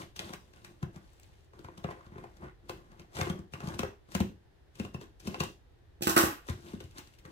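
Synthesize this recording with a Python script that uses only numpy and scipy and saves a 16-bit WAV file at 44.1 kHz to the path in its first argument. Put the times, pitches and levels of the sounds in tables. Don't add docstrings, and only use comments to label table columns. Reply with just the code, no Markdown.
import sys
import numpy as np
from scipy import signal
from scipy.fft import rfft, irfft
from scipy.io import wavfile

SR = 44100
rng = np.random.default_rng(int(sys.argv[2]) if len(sys.argv) > 2 else 0)


def ratio(d):
    e = np.asarray(d, float) / 20
    return 10 ** e


def file_out(sig):
    cols = np.atleast_2d(sig).T
    lim = np.clip(cols, -1, 1)
    pcm = np.round(lim * 32767).astype(np.int16)
    wavfile.write(sys.argv[1], SR, pcm)


N = 322720

# f/Hz, level/dB
FLOOR_SPECTRUM = [(12, -27), (20, -14), (79, -4.5), (206, -20), (361, -13.5), (583, -24), (794, -25),
                  (1240, -32), (1840, -29), (2180, -35.5), (3620, -36.5), (7510, -48.5), (14300, -52),
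                  (16500, -64)]
FLOOR_DB = -59
# f/Hz, t60/s
ROOM_DECAY = [(80, 0.3), (300, 0.31), (1200, 0.17), (4000, 0.31), (8000, 0.19), (15000, 0.29)]

# t/s, peak level/dB, table boom level/dB, blade clack level/dB, jingle level/dB
BOUNCES = [(6.0089, -49, -37.5, -67, -71), (6.0215, -36, -27, -52, -31.5), (6.0708, -15, -23, -28, -32),
           (6.0851, -38, -37, -42, -40.5), (6.094, -32, -26.5, -40, -31.5),
           (6.164, -11.5, -13.5, -18, -30.5), (6.17, -21, -26, -38, -37), (6.1776, -11, -18, -53, -27.5),
           (6.19, -26, -29, -49, -35.5), (6.2055, -33, -29, -51, -41.5), (6.2367, -31, -20, -42.5, -37),
           (6.258, -37, -32.5, -45, -49)]
# f/Hz, level/dB, t60/s
STEEL_MODES = [(1110, -1, .06), (1147, 0, .08), (1430, -2, .1), (1594, -4, .25), (1755, -3, .2),
               (1910, -2, .3), (2540, -5, .08), (2650, -2, .12), (4414, -12, .12), (5847, -11, .15),
               (7343, -11, .15), (8441, -13, .1), (12308, -13, .12), (12866, -11, .12)]
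# f/Hz, level/dB, t60/s
TABLE_MODES = [(113, -9, 0.1), (170, -19, 0.09), (242, -2, 0.028), (304, 2, 0.029), (333.4, 4.5, 0.053),
               (480, -2.5, 0.028), (532, -10, 0.076), (670, -16.5, 0.1), (807, -8, 0.07)]
# f/Hz, level/dB
CLATTER_SPECTRUM = [(290, -8.5), (500, -4), (980, -1), (1120, 2.5), (1570, -1), (2220, -12.0), (2650, -7.5),
                    (4360, -12.5), (4830, -11), (8540, -12.5), (10600, -17), (13100, -9.5), (15800, -16),
                    (16500, -70)]
BOUNCE_DB_PER_S = 8000
CLACK_DB_PER_S, JINGLE_DB_PER_S = 202, 330

# t/s, peak level/dB, f/Hz
SEAM_TICKS = [(0.1615, -40, 3520), (0.1684, -42, 5790), (0.1919, -22, 3400), (0.2443, -39, 3510),
              (0.2907, -39, 2970), (0.3346, -39.5, 2660), (0.5367, -49, 2840), (0.6487, -55.5, 3390),
              (0.8293, -43.5, 3530), (0.9601, -48, 7000), (1.0444, -60, 4470), (1.1323, -56, 7870),
              (1.1794, -63, 4120), (1.1977, -48, 7840), (1.2321, -49, 6900), (1.3838, -59, 3400),
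              (1.591, -52, 3560), (1.6442, -53, 3450), (1.7804, -48, 3530), (1.8402, -34, 3490),
              (1.9081, -56, 2620), (2.0648, -54, 3530), (2.4418, -54, 2610), (2.6978, -41, 3110),
              (2.9952, -47, 3750), (3.1512, -44.5, 3700), (3.1678, -39, 3290), (3.1774, -38, 3560),
              (3.2124, -22, 3600), (3.2454, -41, 3500), (3.2569, -32, 3080), (3.2714, -35, 2930),
              (3.2988, -34, 3000), (3.3288, -45, 2850), (3.3793, -58, 2910), (3.5359, -31, 2800),
              (3.6014, -52, 3880), (3.6362, -47, 2810), (3.6726, -39, 4140), (3.7429, -44, 4010),
              (3.7913, -24, 3240), (3.8312, -39, 2800), (4.1177, -49, 3910), (4.1507, -33, 2850),
              (4.2028, -39, 3680), (4.7547, -49, 2830), (4.7981, -33, 2750), (4.9462, -41, 2680),
              (5.017, -48, 3190), (5.1986, -47.5, 6000), (5.2722, -36, 2680), (5.2804, -36, 2720),
              (5.3439, -30, 2670), (5.4037, -20, 2800), (5.7882, -63, 3400)]
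# t/s, peak level/dB, f/Hz
HAND_TICKS = [(6.4796, -43, 5760), (6.4871, -35, 2710), (6.7495, -44, 3780), (6.8029, -34.5, 2840),
              (6.8249, -50, 3700), (6.9111, -52, 3200), (6.9735, -41, 3960), (6.9825, -38, 4220),
              (7.0732, -46, 3910), (7.1885, -53, 2750), (7.2518, -45, 3910)]
# t/s, peak level/dB, f/Hz
FLUTE_TICKS = [(0.192, -38, 832), (0.329, -33, 711), (0.65, -46, 710), (0.828, -38.5, 695),
               (1.291, -56, 883), (1.649, -40, 818), (1.685, -32, 990), (1.774, -47, 711),
               (1.843, -42, 711), (1.887, -36, 980), (1.91, -31, 985), (2.008, -43, 1110),
               (2.064, -53, 719), (2.138, -50, 956), (2.156, -46, 931), (2.177, -44, 781),
               (2.241, -32, 794), (2.3, -48, 713), (2.414, -55, 703), (2.697, -44, 705), (3.167, -39, 990),
               (3.213, -32, 720), (3.298, -34, 700), (3.535, -44, 1130), (3.554, -33, 1140),
               (3.603, -47, 1120), (3.638, -42, 856), (3.672, -42, 703), (3.735, -42, 791),
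               (3.792, -25.5, 1010), (3.831, -29, 794), (4.15, -29, 988), (4.202, -22, 703),
               (4.798, -46, 703), (4.945, -40, 703), (5.274, -39, 711), (5.344, -35, 970),
               (5.411, -28, 850), (5.434, -24, 1000), (6.485, -31, 1230), (6.664, -52, 703),
               (6.71, -46, 705), (6.736, -43, 921), (6.803, -44, 1500)]
# t/s, peak level/dB, f/Hz
PINGS = [
    (3.2125, -32, 3600),
    (3.299, -38, 3240),
    (3.536, -38, 2800),
    (4.151, -38, 2850),
    (4.799, -37, 2750),
    (4.8493, -44, 2800),
    (4.9465, -41, 2680),
    (5.2735, -39, 2700),
    (5.3445, -38, 2670),
    (5.4045, -27, 2800),
]
TAPE_TICK_T60_S, CARD_TICK_T60_S, BLADE_T60_S = .0055, .013, .03
TICK_DELAY_S = .0008

# f/Hz, width/Hz, level/dB
PANEL_MODES = [(112, 42, -1.5), (150, 37, -13), (210, 89, 10), (295, 83, -13), (330.4, 31, 10),
               (502, 55, -4.5)]
# f/Hz, level/dB
RASP_SPECTRUM = [(240, -27), (400, 3), (472, -7), (515, 7), (651, -12.5), (704, 1.5), (891, -7.5), (980, 1),
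                 (2570, -15), (3200, -23), (4160, -84), (7040, -120)]
# f/Hz, level/dB
HISS_SPECTRUM = [(1180, -51.5), (2000, -15.5), (2800, -1.5), (8820, -7), (10900, -13.5), (14200, -11),
                 (16100, -47), (16500, -82.5)]
# t/s, hold/s, panel rumble level/dB, card rasp level/dB, tape hiss level/dB
CORNER_RUBS = [(0.0, 0.014, -34, -37.5, -46.5), (0.205, 0.098, -43, -45.5, -52),
               (0.446, 0.065, -59, -66, -70), (0.573, 0.13, -56.5, -63, -66.5), (.72, 0.092, -64, -72, -73),
               (0.946, 0.018, -58, -56.5, -65), (1.03, 0.31, -68.5, -70, -68.5),
               (1.377, 0.073, -68.5, -88, -71.5), (1.553, 0.35, -57, -60, -71.5),
               (1.875, .19, -59.5, -53.5, -69), (2.123, 0.077, -48, -53, -70.5),
               (2.22, 0.14, -58, -62, -71), (2.434, 0.029, -39.5, -40, -64),
               (2.659, 0.081, -51.5, -59.5, -70), (2.772, .26, -56.5, -59, -72.5)]
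# t/s, hold/s, rumble level/dB, rasp level/dB, hiss level/dB
SEAM_STROKES = [(3.158, 0.12, -45, -40.5, -49.5), (3.33, 0.046, -49, -52, -78),
                (3.548, 0.042, -54, -56, -65), (3.645, 0.094, -32, -42.5, -54),
                (4.111, 0.016, -51, -53, -58), (4.774, 0.072, -52, -58, -60),
                (5.018, 0.0099, -45, -63, -60), (5.247, 0.033, -42, -58, -56.5),
                (5.31, 0.16, -44, -61, -57), (6.482, 0.022, -62, -45, -51), (6.542, 0.081, -60, -66, -63),
                (6.657, 0.058, -43.5, -49.5, -55), (6.76, 0.095, -78, -76, -69),
                (6.878, 0.015, -73, -81, -71), (6.977, 0.0059, -61, -44, -53), (7.034, 0.12, -76, -75, -68),
                (7.252, .07, -53, -58.5, -66)]
PRESS_DB_PER_S, LIFT_DB_PER_S = 457, 341
JOLT_DB_PER_S = 2600
AFTER_THUMP, AFTER_KNOCK, AFTER_SNAP = (-8.5, 215), (-8, 220), (-11, 820)

# f/Hz, level/dB
SNAP_SPECTRUM = [(1000, -14.5), (2000, -9), (3500, -9.5), (6000, -7.5), (10000, -19.5), (15500, -17),
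                 (16500, -53)]
# t/s, snap peak level/dB, card knock level/dB, hollow thump level/dB, thump f/Hz
CORNER_PICKS = [(0.163, -32, -51, -68, 204), (0.194, -31, -49, -47, 344), (0.2922, -49, -46, -64, 117),
                (0.335, -31.5, -37, -46, 163), (0.535, -51, -52.5, -71, 133), (0.5603, -53, -57, -59, 213),
                (0.648, -39, -48, -60, 99), (0.828, -38.5, -36.5, -29.5, 135), (0.96, -48, -46, -44, 152),
                (1.133, -62, -90, -85, 150), (1.199, -63, -67.5, -82, 181),
                (1.2321, -50.5, -76.5, -83, 102)]
FLAP_PRIES = [(1.5334, -58, -52, -53.5, 371), (1.5912, -48.5, -53, -48, 322),
              (1.646, -46.5, -44.5, -46, 100), (1.6849, -63, -45, -57, 350), (1.7769, -41, -49, -45.5, 170),
              (1.843, -42.5, -31, -31, 153), (1.8878, -61, -39, -56, 123), (1.9082, -44.5, -40.5, -62, 340),
              (2.0638, -58, -66, -54, 104), (2.157, -75, -48, -42.5, 369), (2.1812, -51, -45, -54, 354),
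              (2.2392, -52, -44, -51, 340), (2.37, -50, -75, -67, 150), (2.4157, -64, -58, -57, 142),
              (2.695, -29, -34, -39, 365), (2.9173, -55, -55, -51.5, 148), (2.996, -43, -47.5, -47, 154)]
SEAM_CUTS = [(3.1515, -41, -59, -48, 103), (3.168, -35.5, -34, -42, 158), (3.1882, -31, -31.5, -34, 165),
             (3.212, -27, -25.5, -31.5, 109), (3.269, -55, -37, -32.5, 349), (3.2983, -32, -36, -26.5, 166),
             (3.39, -47, -51, -40, 161), (3.523, -50, -68, -56, 146), (3.5359, -36, -39, -40.5, 132),
             (3.6037, -40.5, -38, -53, 103), (3.6354, -52, -46, -36, 148), (3.6734, -35.5, -42, -32, 153),
             (3.744, -40, -51, -42, 109), (3.7923, -21.5, -27, -29.5, 210), (3.8315, -33, -26, -39, 99)]
FAR_JABS = [(4.0887, -62, -58, -61, 274), (4.119, -40, -50, -61, 340), (4.15, -19, -29, -25.5, 179),
            (4.2036, -25, -31, -19, 190), (4.7546, -46.5, -58.5, -61, 118),
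            (4.7973, -34.5, -37.5, -28.5, 209), (4.8493, -41.5, -40.5, -43, 115),
            (4.9444, -38.5, -38.5, -34, 134), (5.0128, -43, -42, -45, 300), (5.2021, -40.5, -58, -71, 122),
            (5.2555, -52, -49, -45, 278), (5.2732, -28, -39, -29.5, 202), (5.343, -46, -34, -44, 264),
            (5.404, -21, -27, -28.5, 147), (5.437, -28, -43, -48, 166)]
HAND_GRIPS = [(6.4864, -39.5, -34, -37, 247), (6.4962, -36, -66.5, -30, 88), (6.7346, -46.5, -45, -33, 210),
              (6.7504, -54, -65, -51, 187), (6.8055, -39.5, -44.5, -48, 320), (6.8402, -45, -67, -42, 89),
              (6.9108, -49, -72, -76, 80.5), (6.9578, -62, -63, -53, 266), (6.983, -31, -55, -47.5, 284),
              (7.0723, -49, -64, -69, 85), (7.138, -56, -91, -69, 120), (7.188, -47.5, -80, -59.5, 107),
              (7.2514, -49, -42, -48, 146), (7.3094, -49, -38, -37, 324)]
BLOWS = CORNER_PICKS + FLAP_PRIES + SEAM_CUTS + FAR_JABS + HAND_GRIPS

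NEAR_LAG, FAR_LAG, TABLE_LAG = 13, 21, 22
SNAP_PAN_DB = 3.5
SNAP_BOUNCE, TAPE_BOUNCE = .6, .8


def rms_one(x):
    return x / np.sqrt(np.mean(x ** 2) + 1e-20)


def colour(x, points):
    hz = np.maximum(np.arange(2049) * SR / 4096, 1)
    point_hz, point_db = np.transpose(points)
    log_gain = np.log(ratio(np.interp(np.log(hz), np.log(point_hz), point_db)))
    cepstrum = irfft(log_gain)[:2049] * np.r_[1, 2 * np.ones(2047), 1]
    response = irfft(np.exp(rfft(cepstrum, 4096)))
    rows = [signal.oaconvolve(row, response)[:N] for row in np.atleast_2d(x)]
    return np.array(rows).reshape(x.shape)


def band(x, low_hz, high_hz):
    return signal.sosfilt(signal.butter(2, [low_hz, high_hz], "band", fs=SR, output="sos"), x)


def ring(clicks, hz, t60):
    r, w = ratio(-60 / (t60 * SR)), 2 * np.pi * hz / SR
    return signal.lfilter([0, np.sin(w)], [1, -2 * r * np.cos(w), r * r], clicks + 1e-18)


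def grains(per_s, spread_db, clump_db):
    clumps = rms_one(band(rng.standard_normal(N), 3.2, 103.0))
    size_db = spread_db * np.minimum(rng.exponential(1, N), 4) + clump_db * clumps
    sizes = ratio(size_db) * rng.choice([-1, 1], N)
    return rms_one(sizes * (rng.random(N) < per_s / SR))


def bursts(times, levels_db, t60, rise):
    clicks = np.zeros(N)
    clicks[(np.array(times) * SR).astype(int)] = ratio(np.array(levels_db))
    dying = signal.lfilter([1], [1, -ratio(-60 / (t60 * SR))], clicks + 1e-18)
    slow = np.exp(-1 / (rise * SR))
    return signal.lfilter([1 - slow], [1, -slow], dying) * rng.standard_normal(N)


def swells(start, hold, level_db, swell_per_s, fade_per_s):
    t, out = np.arange(0, N + 16, 16) / SR, 0
    for s, length, db in np.broadcast(start, hold, level_db):
        before, after = np.maximum(s - t, 0), np.maximum(t - s - length, 0)
        out = out + ratio(db - swell_per_s * before - fade_per_s * after)
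    return np.interp(np.arange(N) / SR, t, out)


def ports(x, lag, pan_db):
    left, right = np.roll(x, max(-lag, 0)), np.roll(x, max(lag, 0))
    return np.array([ratio(pan_db / 2) * left, ratio(-pan_db / 2) * right])


def scattered(pair, lag, pan_db, share):
    bounced = pair[1] * ratio(np.array([[pan_db], [-pan_db]]) / 2) * [[1], [-1]]
    return ports(pair[0], lag, pan_db) + share * bounced


def floor():
    shared, own = rng.standard_normal(N), rng.standard_normal((2, N))
    air = band(shared, 12, 170) + 0.91 * band(own, 13, 170) + band(own, 250, 22000)
    hum = ratio(-7.5) * rms_one(ring(rng.standard_normal(N), 48.0, t60=0.91))
    return ratio(FLOOR_DB - 1.5) * (rms_one(colour(air, FLOOR_SPECTRUM)) + hum)


def room(x):
    t, tail = np.arange(round(.6 * SR)) / SR, 0
    shared, own = rng.standard_normal(len(t)), rng.standard_normal((2, len(t)))
    for hz, t60 in ROOM_DECAY:
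        alike = np.clip(1.15 - hz / 1200, 0, 1)
        echoes = alike * shared + np.sqrt(1 - alike ** 2) * own
        edges = hz / 2, min(hz * np.sqrt(3), .45 * SR)
        tail = tail + band(band(echoes, *edges), *edges) * ratio(-60 * t / t60)
    tail = tail * np.clip((t - .003) / 0.00057, 0, 1)
    tail = tail * ratio(-20 * (t / 0.33) ** 2)
    return signal.fftconvolve(x[None], tail / np.sqrt(np.sum(tail ** 2) / 2), axes=1)[:, :N]


def struck(modes, at, blow_db):
    out = np.zeros(N)
    for hz, db, t60 in modes:
        clicks = np.zeros(N)
        clicks[at] = ratio(blow_db + db + rng.normal(0, 2.4, len(at))) * rng.choice([-1, 1], len(at))
        out += ring(clicks, hz, t60)
    return out


def scissors():
    s, peak_db, boom_db, clack_db, jingle_db = np.transpose(BOUNCES)
    at = (s * SR).astype(int)
    out = colour(bursts(s, peak_db + 3.5, t60=0.027, rise=0.00017), CLATTER_SPECTRUM)
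    out = out + struck(STEEL_MODES, at, peak_db - 24) + struck(TABLE_MODES, at, boom_db - 5.5)
    clack = swells(s, 0, clack_db, BOUNCE_DB_PER_S, CLACK_DB_PER_S)
    jingle = swells(s, 0, jingle_db, BOUNCE_DB_PER_S, JINGLE_DB_PER_S)
    chatter = colour(grains(2500.0, spread_db=1.0, clump_db=2.0), CLATTER_SPECTRUM)
    out = out + ratio(-4.0) * clack * rms_one(band(chatter, 460, 4440))
    out = out + ratio(-1.0) * jingle * rms_one(band(chatter, 3150, 13500))
    other = np.roll(chatter, N // 2)
    other_blade = ratio(-3.0) * jingle * rms_one(band(other, 2730, 14000))
    other_blade = other_blade + ratio(-5.5) * clack * rms_one(band(other, 560, 3800))
    return scattered([out, other_blade], -TABLE_LAG, -3.0, 0.79)


def ticks(rows, t60, grit):
    out, t = np.zeros((2, N + 1000)), np.arange(1000) / SR
    noise = rng.standard_normal((len(rows), 2, len(t)))
    for (s, db, hz), spit in zip(rows, noise):
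        spit = band(spit * ratio(-120 * t / t60), hz / 2, min(2 * hz, .45 * SR))
        onset = 2 * (1 - np.exp(-t * hz / 2))
        ping = np.sin(2 * np.pi * hz * t) * ratio(-60 * t / t60) * onset
        i = round((s + TICK_DELAY_S) * SR)
        out[:, i:i + len(t)] += ratio(db) * (ping * [[1], [0.3]] + grit * spit)
    return out[:, :N]


def ticking():
    tape = ratio(-4.0) * ticks(SEAM_TICKS + HAND_TICKS, TAPE_TICK_T60_S, grit=1.35)
    blade = ratio(-5.0) * ticks(PINGS, BLADE_T60_S, grit=0.2)
    card = ratio(-1.0) * ticks(FLUTE_TICKS, CARD_TICK_T60_S, grit=1.0)
    seam = scattered(tape + blade, FAR_LAG, SNAP_PAN_DB, SNAP_BOUNCE)
    return seam + scattered(card, NEAR_LAG, 3.3, 0.4)


def friction():
    start, hold, *rub_db = np.transpose(CORNER_RUBS + SEAM_STROKES)
    s, snap_db, knock_db, thump_db, _ = np.transpose(BLOWS)
    after = zip(rub_db, (thump_db, knock_db, snap_db), (AFTER_THUMP, AFTER_KNOCK, AFTER_SNAP))
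    gains = []
    for db, blow_db, (below_db, fade) in after:
        rubbing = swells(start, hold, db, PRESS_DB_PER_S, LIFT_DB_PER_S)
        slipping = swells(s, 0, blow_db + below_db, JOLT_DB_PER_S, fade)
        gains.append(rubbing + slipping)
    return gains


def crackle(per_s, low_hz, high_hz, cycles):
    breaks, dealt = grains(per_s, spread_db=3.5, clump_db=2.5), rng.integers(0, 7, N)
    pitches = np.geomspace(low_hz, high_hz, 7)
    return rms_one(sum(ring(breaks * (dealt == k), hz, cycles / hz) for k, hz in enumerate(pitches)))


def drag():
    rumble, rasp, hiss = friction()
    rumble = np.minimum(rumble, ratio(-39.0))
    rasp = np.minimum(rasp, ratio(-32))
    coarse = grains(500.0, spread_db=1.5, clump_db=3.5)
    fine = np.array([grains(3000.0, spread_db=1.5, clump_db=1.0) for path in range(2)])
    panels = sum(ratio(db) * np.sqrt(width) * ring(coarse, hz, 1.78 / width) for hz, width, db in PANEL_MODES)
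    card = rasp * rms_one(colour(0.59 * coarse * [[1], [0]] + 0.72 * fine, RASP_SPECTRUM))
    tape = hiss * rms_one(colour(fine[::-1] + 0.14 * coarse, HISS_SPECTRUM))
    fibres = ratio(-13.0) * rasp * crackle(500.0, 607, 1970, cycles=19.0)
    fibres = fibres + ratio(-6.5) * hiss * crackle(900.0, 1600, 8200, cycles=10.6)
    body = ports(ratio(-7) * rumble * rms_one(panels) + fibres, NEAR_LAG, 1.7)
    body = body + ratio(-15.0) * scattered(card, NEAR_LAG, 2.6, 1.0)
    return body + ratio(-13.5) * scattered(tape, FAR_LAG, 14.1, TAPE_BOUNCE)


def blows():
    s, snap_db, knock_db, thump_db, thump_hz = np.transpose(BLOWS)
    crack = bursts(s, snap_db + 4.5, t60=0.0092, rise=0.00036)
    bounced = bursts(s, snap_db + 9.5, t60=0.012, rise=0.00077)
    snaps = colour(np.array([crack, bounced]), SNAP_SPECTRUM)
    body = colour(bursts(s, knock_db + 17.0, t60=0.017, rise=0.00037), RASP_SPECTRUM)
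    t = np.arange(round(.15 * SR)) / SR
    sagging = t + 0.00075 * (1 - np.exp(-t / 0.002))
    cavity = 0.6 * np.sin(2 * np.pi * 108 * t) * ratio(-60 * t / 0.038)
    lid = 0.07 * np.sin(2 * np.pi * 360 * t) * ratio(-60 * t / 0.16)
    onset = 1 - np.exp(-t / 0.0026)
    for start, db, hz in zip(s, thump_db, thump_hz):
        push = np.sin(2 * np.pi * hz * sagging) * ratio(-60 * t / 0.041)
        thump = onset * ratio(db + 10.5) * (push + cavity + lid)
        i = round((start + 0.0023) * SR)
        body[i:i + len(t)] += thump[:N - i]
    return scattered(snaps, FAR_LAG, SNAP_PAN_DB, SNAP_BOUNCE) + ports(body, NEAR_LAG, 3.2)


def scene():
    box, tick, drop = blows() + drag(), ticking(), scissors()
    far = ratio(-7.5) * box[0] + ratio(-11.0) * tick[0] + ratio(-5.0) * drop[1]
    far = far - 0.27 * band(far, 50, 490)
    near = box + tick + drop + room(far)
    return signal.sosfilt(signal.butter(4, 62, "high", fs=SR, output="sos"), near) + floor()


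def top_cut(x):
    return signal.sosfilt(signal.butter(12, 16990, fs=SR, output="sos"), x)


def record(dry):
    return top_cut(dry)


dry = scene()
out = record(dry)
file_out(out)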